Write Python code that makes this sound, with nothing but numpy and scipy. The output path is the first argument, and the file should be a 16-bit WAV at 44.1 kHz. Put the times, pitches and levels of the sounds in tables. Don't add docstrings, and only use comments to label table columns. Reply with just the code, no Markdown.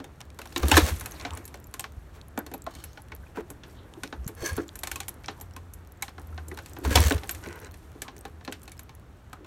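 import sys
import numpy as np
from scipy import signal
from scipy.io import wavfile
from scipy.ndimage import uniform_filter1d

SR = 44100
rng = np.random.default_rng(int(sys.argv[2]) if len(sys.argv) > 2 else 0)


def bounce(signal):
    frames = np.transpose(np.atleast_2d(signal))
    limited = np.clip(frames, -1, 1)
    pcm = np.round(limited * 32767).astype(np.int16)
    wavfile.write(sys.argv[1], SR, pcm)


def volts_from_db(level):
    exponent = np.asarray(level, float) / 20
    return 10 ** exponent


N = 417185


def evened(x):
    return x / np.sqrt(np.mean(x ** 2) + 1e-20)


def add(mix, s, sound):
    part = mix[max(round(s * SR), 0):][:len(sound)]
    part += sound[:len(part)]


def band(x, lo_hz, hi_hz):
    return signal.sosfilt(signal.butter(3, [lo_hz, hi_hz], "band", fs=SR, output="sos"), x)


def resonate(x, hz, width_hz):
    return signal.lfilter(*signal.iirpeak(hz, hz / width_hz, SR), x)


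def flicker(size, hz, depth_db):
    span = max(int(SR / hz), 1)
    slow = uniform_filter1d(rng.standard_normal(size), span)
    return volts_from_db(depth_db * evened(uniform_filter1d(slow, span)))


def sine(hz, t):
    return np.sin(2 * np.pi * hz * t)


def street():
    # f/Hz, level/dB per Hz
    spectrum = [(15, -44), (28, -31), (58, 2), (190, -14), (340, -20), (1700, -29.5), (2100, -34.5),
                (16000, -53.5)]
    frames, hz = N // 512 + 5, np.fft.rfftfreq(2048, 1 / SR)
    a, b, patches = rng.standard_normal((frames, 1025, 3)).T
    patches = evened(uniform_filter1d(uniform_filter1d(patches, 20, 0), 8, 1))
    f, db = np.transpose(spectrum)
    shape_db = np.interp(np.log(hz + 1), np.log(f + 1), db)[:, None]
    z = (a + 1j * b) * volts_from_db(shape_db + 0.5 * patches)
    return volts_from_db(-51) * evened(signal.istft(z, nperseg=2048, noverlap=1536)[1][:N])


def stir():
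    # t/s, rustle level/dB
    restless = [(0.0, -58), (0.451, -54), (0.71, -40), (1.87, -55), (5.03, -50.5), (5.93, -56.5),
                (7.141, -43.5), (7.69, -51.5), (9.46, -59.5)]
    s, low_db = np.transpose(restless)
    bright_db = -59 + 1.73 * (low_db + 50)
    hum_db = -45 + 0.96 * (low_db + 50)
    t = np.arange(N) / SR
    low = band(rng.standard_normal(N), 95, 1610)
    low = evened(low + 2.5 * resonate(low, 310, 130)) * flicker(N, 30, 2.0)

    snap_size = volts_from_db(3.0 * np.minimum(rng.exponential(1, (3, N)), 2) - 4)
    snaps = snap_size * (rng.random((3, N)) < 45 / SR)
    grit = 0.49 + signal.oaconvolve(snaps, volts_from_db(-60 * t[None, :900] / 0.012), axes=1)[:, :N]
    edges_hz = (1700, 4500, 9000, 13600)
    bright = sum(band(rng.standard_normal(N) * g, lo, hi)
                 for g, lo, hi in zip(grit, edges_hz[:-1], edges_hz[1:]))
    bright = evened(bright) * flicker(N, 12, 2.8)

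    hum = evened(resonate(resonate(rng.standard_normal(N), 78.0, 46), 67, 35))
    layers = ((low, low_db), (bright, bright_db), (hum, hum_db))
    return sum(v * volts_from_db(np.interp(t, s, db) - 6.0) for v, db in layers)


def scuff(s, length_s, db, hz):
    t = np.arange(0, 2 * length_s, 1 / SR)
    grain = rng.standard_normal(len(t)) * flicker(len(t), 150, 3.6)
    early, late = (evened(resonate(resonate(grain, k * hz, .25 * hz), k * hz, .25 * hz))
                   for k in (1.05, .95))
    share = t / t[-1]
    swell = np.sin(np.pi * share) ** 2
    return s - length_s, volts_from_db(db) * swell * ((1 - share) * early + share * late)


def scuffs(mix):
    # middle t/s, length/s, level/dB, f/Hz
    rubs = [(1.165, .025, -53, 4300), (1.222, 0.066, -52, 2150), (1.33, 0.072, -47.5, 990),
            (1.407, .07, -57, 1980), (2.395, 0.032, -43, 1500), (2.869, .18, -66, 5300),
            (3.8, 0.094, -63.5, 3500), (3.958, 0.068, -55.5, 900), (4.591, .03, -39.5, 1410),
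            (5.391, 0.074, -54.5, 900), (6.82, 0.065, -41, 325), (7.508, .06, -56, 2300),
            (7.66, 0.05, -57, 1800), (8.066, 0.037, -49, 1100), (9.367, 0.046, -57, 1300),
            (9.428, 0.067, -49, 350)]
    for row in rubs:
        add(mix, *scuff(*row))


def tick(db, hz):
    t = np.arange(1800) / SR
    noise = rng.standard_normal(len(t))
    click = evened(band(noise, 1800, 8700) + 3.4 * band(noise, 0.67 * hz, 0.97 * hz))
    ring = np.interp(hz, [6000, 7500], [.2, .5]) * sine(hz, t)
    return volts_from_db(db + 11.5) * (click * volts_from_db(-60 * t / 0.0056) + ring * volts_from_db(-60 * t / .022))


def ticks(mix):
    # t/s, level/dB, strongest f/Hz
    touches = [(0.214, -42.5, 2180), (0.303, -48.5, 2400), (1.212, -41, 5470), (1.224, -50, 2190),
               (1.307, -42, 3600), (2.214, -51.5, 4430), (4.076, -44.5, 5300), (4.245, -53, 6540),
               (4.691, -44, 4700), (5.033, -44, 2300), (5.26, -41.5, 6080), (5.51, -53, 2830),
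               (3.938, -49, 3630), (7.122, -27.5, 3880), (7.439, -45, 2140), (7.487, -43, 2530),
               (7.528, -42.5, 2180), (7.647, -45.5, 2420)]
    for s, db, hz in touches:
        add(mix, s, tick(db, hz))


def link(db, hz, t60_s, ring):
    t = np.arange(1500) / SR
    noise = signal.lfilter([1], [1, -.35], rng.standard_normal(len(t)))
    broad = band(noise, (0.31 + .5 * ring) * hz, 17000)
    click = evened(broad + 6 * ring * band(noise, .88 * hz, 1.12 * hz)) * volts_from_db(-60 * t / t60_s)
    return volts_from_db(db + 4) * (click + 0.82 * ring * sine(hz, t) * volts_from_db(-60 * t / 0.025))


def spring_pings(mix):
    # t/s, level/dB, f/Hz
    pings = [(1.351, -40, 9700), (1.67, -46, 12200), (2.39, -31, 12200), (2.579, -48, 12100),
             (2.62, -42.5, 7660), (3.02, -47.5, 10930), (3.15, -41, 11940), (4.531, -39, 10000),
             (4.566, -34, 11200), (5.142, -47, 11000), (6.272, -51, 12100), (6.542, -49, 11400),
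             (7.004, -22, 10770), (7.601, -45, 11400), (7.719, -49.5, 12000), (8.21, -45, 8600),
             (8.833, -47, 12900), (8.951, -48.5, 11140)]
    for s, db, hz in pings:
        add(mix, s, link(db, hz, 0.0089, 0.53))


def chain_links(mix):
    # t/s, level/dB, strongest f/Hz
    links = [(0.05, -49, 6740), (0.474, -43, 5900), (0.526, -41, 5230), (0.999, -33, 11200),
             (1.111, -32.5, 11300), (1.12, -37.5, 6400), (1.335, -37, 7800), (1.444, -48, 6840),
             (1.556, -50, 7600), (1.601, -46, 11700), (1.642, -42, 7340), (1.712, -50, 10900),
             (1.807, -30, 8100), (2.283, -45, 11200), (2.642, -46, 12600), (2.932, -51, 6400),
             (3.525, -55.5, 12800), (3.698, -54, 5540), (4.266, -44, 6940), (4.351, -44, 11200),
             (4.618, -49, 7800), (4.681, -39.5, 7160), (4.813, -52, 7800), (5.092, -28, 11200),
             (5.537, -47, 5500), (5.921, -43.5, 11400), (5.974, -54, 7600), (6.013, -54, 6500),
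             (6.093, -45, 5200), (6.197, -48, 9860), (6.547, -45, 4130), (6.624, -51, 12200),
             (6.696, -45, 8300), (6.734, -39, 7900), (6.787, -43, 12400), (7.242, -44, 10700),
             (7.274, -40, 9100), (7.473, -43, 11200), (7.558, -45, 12600), (7.617, -49, 6000),
             (7.712, -46, 4300), (7.774, -55, 11200), (8.181, -44, 6400), (8.19, -46, 12900),
             (8.516, -47, 7840), (8.778, -46, 5200), (8.894, -54, 4100)]
    for s, db, hz in links:
        add(mix, s, link(db, hz, 0.005, 0.43))


def boot_grit(mix):
    # t/s, level/dB
    grains = [(0.253, -57), (0.346, -58), (1.574, -55), (1.921, -54), (3.085, -55), (3.163, -51),
              (5.237, -54), (5.401, -50), (5.849, -59), (5.873, -55), (6.217, -53), (6.345, -57),
              (7.591, -50), (7.918, -55), (8.281, -56), (8.442, -59), (8.596, -61), (8.618, -52),
              (8.656, -53), (8.695, -52), (8.769, -54), (8.997, -60), (9.298, -62)]
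    for s, db in grains:
        add(mix, s, link(db, rng.uniform(4000, 13000), 0.0104, 0.11))


def knock(peak_db, *part_db):
    # f/Hz, level/dB, t60/s
    cases = [(270, 10, 0.074), (294.4, -2, 0.23), (342.8, 2.5, 0.2), (428.7, 3.5, 0.14), (514, -8.5, 0.042)]
    frame = [(727, 3.5, 0.093), (800, 7.5, 0.074), (889, 0.5, 0.1), (1068, 7.5, 0.074),
             (1380, -17.5, 0.027), (1505, 17, 0.025)]
    lever = [(1746, 9, 0.051), (2180, -19, .05), (2300, 6.5, 0.072), (2590, 11, 0.042), (2830, -2.5, 0.021),
             (3600, -2, 0.082), (4160, 8.5, 0.03), (3880, 7.5, 0.034), (5600, -11.5, 0.027),
             (5860, -13.5, .04), (6900, -1, 0.033)]
    pawl = [(7600, -6, .035), (8750, -13, .03), (9900, -3, .045), (11100, -4, .035), (12350, -1, .05),
            (13600, -12, .03)]
    # low f/Hz, high f/Hz, rise/s, clatter t60/s, clatter against rings/dB, trim/dB
    parts = [
        (177, 557, 0.0051, 0.13, -0.5, -6.5),
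        (594, 1764, 0.0015, 0.16, -4.5, -5),
        (1700, 6150, 0.00008, 0.14, -1.5, -5),
        (6400, 13700, 0.0011, 0.015, 3, -8.5),
    ]
    t = np.arange(6000) / SR
    hard = np.interp(peak_db, [-25, -18], [.02, 1])
    blow = hard * rng.standard_normal(1000) ** 3 * np.exp(-(t[:1000] / (0.0047 * hard)) ** 2)
    blow[0] += 22
    out = np.zeros(len(t))
    for modes, setting, db in zip((cases, frame, lever, pawl), parts, part_db):
        lo, hi, rise_s, t60_s, clatter_db, trim_db = setting
        over_lever_db = db - part_db[2]
        hz, mode_db, ring_s = np.transpose(modes)[:, :, None]
        if modes is frame:
            mode_db = mode_db - 0.69 * max(over_lever_db, 0) * np.log2(hz / 800)

        struck = rng.standard_normal((3, len(modes), 1))
        late = 1 - np.exp(-t * hz / 0.5)
        decay = volts_from_db(mode_db + 5.4 * struck[0] - 60 * t / ring_s)
        rings = late * decay * np.sin(2 * np.pi * hz * (1 + 0.013 * struck[1]) * t + 3 * struck[2])

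        noise = signal.lfilter([1], [1, -.7], rng.standard_normal(len(t)))
        crack = 3.36 * volts_from_db(-60 * t / (0.12 * t60_s))
        walls = volts_from_db(-26 - 60 * t / .2)
        clatter = evened(band(noise, lo, hi)) * (crack + volts_from_db(-60 * t / t60_s) + walls)

        ring_db = -2.5 - 8 * hard
        if modes is pawl:
            ring_db = np.clip(-34.0 + 3.5 * over_lever_db, -14, 1.5)
        body = volts_from_db(ring_db) * rings.sum(0) / np.sqrt(len(modes) / 2) + volts_from_db(clatter_db) * clatter
        part = signal.fftconvolve(body * (1 - np.exp(-t / rise_s)), blow)[:len(t)]
        out += volts_from_db(peak_db + db + trim_db) * part / np.sqrt(np.mean(part[:660] ** 2))
    return out


def blows(mix):
    # t/s, lever level/dB, weight into the cases/dB, pawl jingle/dB
    stamp = [(2.376, -40.5, 16, 3), (2.665, -44, 4, -5), (3.371, -49, 18.5, -6), (6.181, -51, 6, -12)]
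    boot = [(0.001, -49, 14, -10), (.389, -43, -2, 1.5), (.456, -47.5, -6.5, 1), (2.515, -51.5, 14, 0),
            (2.538, -43.5, 8.5, 10), (2.974, -46.5, -8, -22), (3.119, -46, -0.5, -12),
            (3.502, -52.5, 14, 15.5), (4.126, -40.5, 5, -39), (4.578, -43, 20.5, -22), (5.564, -45, 1.5, 2),
            (6.378, -43.5, -4, -31), (6.515, -50, 9, -4), (6.588, -43, -3, -6), (6.766, -45.5, 1, -15),
            (6.85, -35, 5, -3), (7.108, -29, 10.5, -15), (8.252, -41, 3, -6), (7.95, -63.5, 21, -16),
            (8.41, -54.5, -5, -21), (9.33, -47, 3, 1.5)]
    peg = [(.042, -47, -2, 1.5), (.205, -46, -15, -1), (.523, -50.5, -31, -19), (.632, -33.5, 7.5, -16),
           (.714, -16.5, -1, -2), (1.009, -41, -30, 7.5), (1.25, -31.5, -3, -26), (1.542, -44, -2, -2.5),
           (1.74, -41, -3.5, 6.5), (2.464, -47, 6, 4.5), (4.034, -34.5, -1.5, -0.5), (4.277, -47, -21, 16),
           (4.288, -49, 10, -22), (4.427, -52.5, 23, -7), (4.755, -48, -6, 12.5), (5.283, -32.5, -3, -35),
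           (6.081, -43, -4.5, -11), (6.573, -41.5, -4, -3), (6.973, -22.5, 2.5, -16),
           (7.234, -40.5, -1, -10), (8.081, -40.5, -5, -26), (8.477, -37.5, 6.5, -23),
           (8.893, -49.5, -8, -10), (9.446, -53, 5, -7)]
    arm = [(.416, -42, -6, -1), (.561, -27, -0.5, -9.5), (.741, -22, -24, -19.5), (.767, -13.5, -4, -2.5),
           (.775, -15, -4.5, -1.5), (1.059, -38, -26, 7.5), (1.198, -42.5, -10, -4), (1.373, -46, 5, 8),
           (1.795, -35.5, -12.5, 7.5), (1.841, -36, -14, -13), (2.839, -46, -26, 13), (4.567, -49, -8, 13),
           (5.082, -40.5, -9, 12), (6.023, -32.5, -14, 6), (6.483, -58, 16.5, 19.5),
           (6.955, -13.5, -8.5, -2), (7.293, -32.5, -11, 5.5), (7.461, -43.5, 8.5, -17),
           (8.678, -44.5, -7, -2), (8.793, -47.5, -25, 9)]
    hinge = [(.682, -39.5, 12.5, 8.5), (.996, -49, 6, 9), (1.453, -53.5, -15, 16.5),
             (1.478, -51.5, -19, 10), (2.751, -48, -4, 4.5), (3.635, -44.5, -34, -35), (4.79, -52, -14, 16),
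             (5.243, -44.5, -36, -17), (5.411, -51, 1, 15.5), (5.736, -62, 2.5, 22.5),
             (6.66, -46.5, -38.5, 3.5), (6.908, -39.5, 14.5, -2.5), (7.179, -43, -14, -24),
             (7.31, -51.5, -18, 25), (7.348, -45, -18, 6.5), (7.741, -49.5, -3, 0), (8.019, -35.5, -5, 6),
             (8.165, -55, 11, 6.5), (8.449, -44.5, -33, -2), (8.524, -35.5, -8.5, -0.5),
             (8.631, -58.5, -18, 13.5), (8.718, -49.5, -11, 8)]
    kinds = ((stamp, 10.8, 0.025), (boot, 4.3, 0.1), (peg, 0.92, .06), (arm, -1.7, 0.065),
             (hinge, -9.5, .05))
    for rows, frame_db, share in kinds:
        for s, db, weight_db, jingle_db in rows:
            add(mix, s, knock(db, weight_db, frame_db + share * weight_db, 0, jingle_db))


def lead(db, hz):
    t = np.arange(3500) / SR
    t60_s = np.interp(np.log(hz), np.log([300, 3000]), (0.054, 0.027))
    swell = 1 - np.exp(-t * hz / 2.5)
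    rattle = .45 * evened(band(rng.standard_normal(len(t)), .8 * hz, 1.25 * hz))
    tone = np.sin(2 * np.pi * (hz * t + rng.random()))
    return volts_from_db(db + 4 - 60 * t / t60_s) * swell * (tone + rattle)


def leading_modes(mix):
    # t/s, peak/dB, f/Hz
    leads = [(.392, -34, 544), (0.561, -32, 1790), (.562, -27, 3870), (.632, -26.5, 1186),
             (0.638, -17, 268), (.716, -19, 777), (0.715, -32, 1800), (0.717, -18, 2870),
             (.739, -20.5, 1260), (0.769, -11.5, 960), (.776, -4.5, 322), (1.012, -41, 1440),
             (1.547, -38, 565), (1.842, -39, 1100), (2.466, -46.5, 4350), (2.515, -41, 730),
             (2.544, -33, 796), (2.668, -26.5, 657), (2.979, -45, 800), (3.121, -38, 2220),
             (3.233, -47.5, 1550), (3.266, -51, 2470), (3.373, -31, 960), (3.383, -25, 424),
             (3.973, -31, 332), (4.833, -35, 1700), (5.565, -48, 1110), (6.025, -29, 2220),
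             (6.029, -30.5, 800), (6.188, -40.5, 794), (6.326, -47, 1340), (6.382, -38, 1540),
             (6.514, -38, 1960), (6.516, -30, 373), (6.877, -17.5, 263), (6.91, -28, 1650),
             (6.954, -23, 1530), (6.956, -18, 3060), (7.038, -27.5, 1790), (7.11, -23.5, 1700),
             (7.125, -28, 559), (9.331, -38, 1250)]
    for s, db, hz in leads:
        add(mix, s, lead(db, hz))


def ratchet(mix):
    # t/s, lever level/dB
    clicks = [(4.834, -29), (4.872, -31.5), (4.915, -29), (4.958, -31.5), (5.003, -31)]
    click_parts = (-16.5, -6.5, -3.5, 0.5)
    for s, db in clicks:
        add(mix, s, knock(db, *click_parts))


def gear_teeth(mix):
    # t/s, level/dB
    teeth = [(0.574, -32.5), (0.579, -27), (0.5962, -40.5), (0.623, -40), (0.6312, -35), (0.6505, -48),
             (0.6672, -38), (0.6833, -23), (0.6979, -29.5), (0.7962, -26.5), (0.8192, -33.5), (0.831, -35),
             (0.8394, -38), (0.8528, -29.5), (0.865, -30.5), (0.88, -32), (0.8932, -37), (0.9387, -44),
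             (0.9618, -51.5), (6.841, -42), (6.855, -38.5), (6.8775, -37.5), (6.8947, -41.5),
             (6.9063, -36.5), (6.914, -35), (6.9312, -38), (6.9874, -30.5), (7.0044, -25), (7.018, -29.5),
             (7.0287, -29.5), (7.038, -26), (7.0497, -28), (7.0613, -27.5), (7.0708, -24.5), (7.0824, -27),
             (7.097, -27), (7.108, -26.5), (7.124, -31), (7.1452, -35)]
    for s, db in teeth:
        add(mix, s, link(db - 3.5, rng.uniform(5500, 10000), .018, .12))


def puff(s, peak_db, hz, length_s):
    t = np.arange(-2 * length_s, 3 * length_s, 1 / SR)
    swell = np.exp(-(t / np.where(t < 0, 0.28 * length_s, 0.42 * length_s)) ** 2)
    turn = 2 * np.pi * (hz * t + rng.random()) - 40 * t ** 2
    tone = np.sin(turn) + 0.11 * np.sin(2 * turn + 1.0) + 0.084 * np.sin(3 * turn)
    return s + t[0], volts_from_db(peak_db) * swell * tone


def exhaust_puffs(mix):
    # t/s of the top, peak/dB, f/Hz, length/s
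    puffs = [(0.604, -29, 58, 0.0091), (0.651, -17, 69.4, 0.067), (0.754, -15, 80.6, 0.087),
             (0.836, -15.5, 71.5, 0.043), (0.928, -22.5, 75, 0.054), (0.965, -36, 83.6, 0.034),
             (1.329, -34.5, 78, 0.078), (1.981, -32.5, 66.5, 0.03), (4.203, -31.5, 63.5, 0.087),
             (4.266, -25.5, 124, 0.01), (4.423, -31, 68.5, 0.013), (4.53, -25.5, 76.4, 0.035),
             (4.573, -31, 82, 0.012), (6.359, -38.5, 79.3, 0.56), (6.873, -20, 69.6, 0.066),
             (6.917, -22, 77, 0.025), (6.968, -14, 80, 0.049), (7.006, -13, 80, 0.05),
             (7.066, -14.5, 73, 0.05), (7.158, -19.5, 78.4, 0.04), (5.55, -44.5, 87.6, 0.65)]
    for row in puffs:
        add(mix, *puff(*row))


def stroke(rows, shine_db, resonant, click, pitch):
    # f/Hz, width/Hz, level/dB
    gears = [(480, 70, 0), (1080, 120, -5), (1650, 70, 1), (2150, 100, -8), (3140, 120, -10),
             (4400, 160, -1), (5300, 300, -5), (6070, 250, -3), (7340, 250, -13), (9300, 200, -11),
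             (11500, 200, -13)]
    s, frame_db = np.transpose(rows)
    top_db = frame_db.max()
    bright_db = top_db + shine_db + 1.56 * (frame_db - top_db)
    t = np.arange(s[0], s[-1], 1 / SR)
    size = len(t)
    effort_db = np.interp(t, s, frame_db)

    passed = np.floor(np.cumsum(95 * flicker(size, 30, 2.0)) / SR)
    skips = np.diff(passed, prepend=0) * rng.uniform(0.25, 1, size)
    jolts = 1 + click * signal.oaconvolve(skips, volts_from_db(-60 * np.arange(900) / SR / .012))[:size]
    teeth = rng.standard_normal(size) * flicker(size, 250, 2.8)
    broad = evened(signal.lfilter([1], [1, -.7], teeth * jolts))

    bite = volts_from_db(1.2 * (effort_db - top_db))
    rings = sum(volts_from_db(db) * flicker(size, 40, 2.5) * resonate(teeth, pitch * hz, w) * np.sqrt(100 / w)
                for hz, w, db in gears)
    whirr = .35 * broad + resonant * bite * rings
    low = evened(band(whirr, 160, 2510))
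    high = evened(band(whirr, 2210, 17000) * jolts)
    sound = low * volts_from_db(effort_db) + high * volts_from_db(np.interp(t, s, bright_db))
    return s[0], sound * signal.windows.tukey(size, .1)


def kick_strokes(mix):
    # t/s, effort/dB
    strokes = [
        [(.565, -45), (.62, -42.5), (.67, -41), (.685, -38.5), (.75, -32.5), (.82, -39.5), (.89, -35.5),
         (.95, -54.5), (1.42, -51.5)],
        [(3.34, -72), (3.36, -45.5), (3.41, -47.5), (3.43, -72)],
        [(4.36, -49), (4.415, -45), (4.43, -41.5), (4.46, -39), (4.51, -42.5), (4.52, -44.5), (4.6, -48),
         (4.65, -51)],
        [(6.83, -38.5), (6.9, -43), (6.91, -35), (7.0, -35), (7.1, -37.5), (7.145, -41), (7.16, -45.5),
         (7.2, -43.5)],
        [(2.08, -75), (2.17, -61), (2.21, -81)],
        [(7.42, -47.5), (7.52, -49.5), (7.61, -50), (7.67, -47), (7.71, -61)],
        [(2.68, -61.5), (2.85, -60.5), (3.12, -79)],
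    ]
    shine = [1.5, -9.5, 0, -0.5, 4.5, -10, 1]
    grips = [(.9, .15, 1), (.3, .5, 1), (4.5, .05, 1), (.8, .2, 1), (.15, .1, 1), (2.2, .6, .9),
             (2.2, .1, .69)]
    for rows, shine_db, grip in zip(strokes, shine, grips):
        add(mix, *stroke(rows, shine_db, *grip))


def scene():
    mix = street() + stir()
    for source in (scuffs, ticks, spring_pings, chain_links, boot_grit, blows, leading_modes,
                   ratchet, gear_teeth, exhaust_puffs, kick_strokes):
        source(mix)
    return mix[None]


def roll_off(x):
    return signal.sosfilt(signal.butter(12, 16820, fs=SR, output="sos"), x)


def record(dry):
    # f/Hz, width/Hz
    notches = [(4950, 500), (10600, 900)]
    dry = dry + volts_from_db(-93) * rng.standard_normal(dry.shape)
    for hz, width_hz in notches:
        dry = dry - .45 * resonate(dry, hz, width_hz)
    held = np.tanh(dry / 0.87)
    lowpass = signal.firwin(255, 16000, window=("kaiser", 6), fs=SR)
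    edge = signal.oaconvolve(held, lowpass[None], "same")
    return roll_off(edge + volts_from_db(-21.5) * (held - edge))


dry = scene()
out = record(dry)
bounce(out)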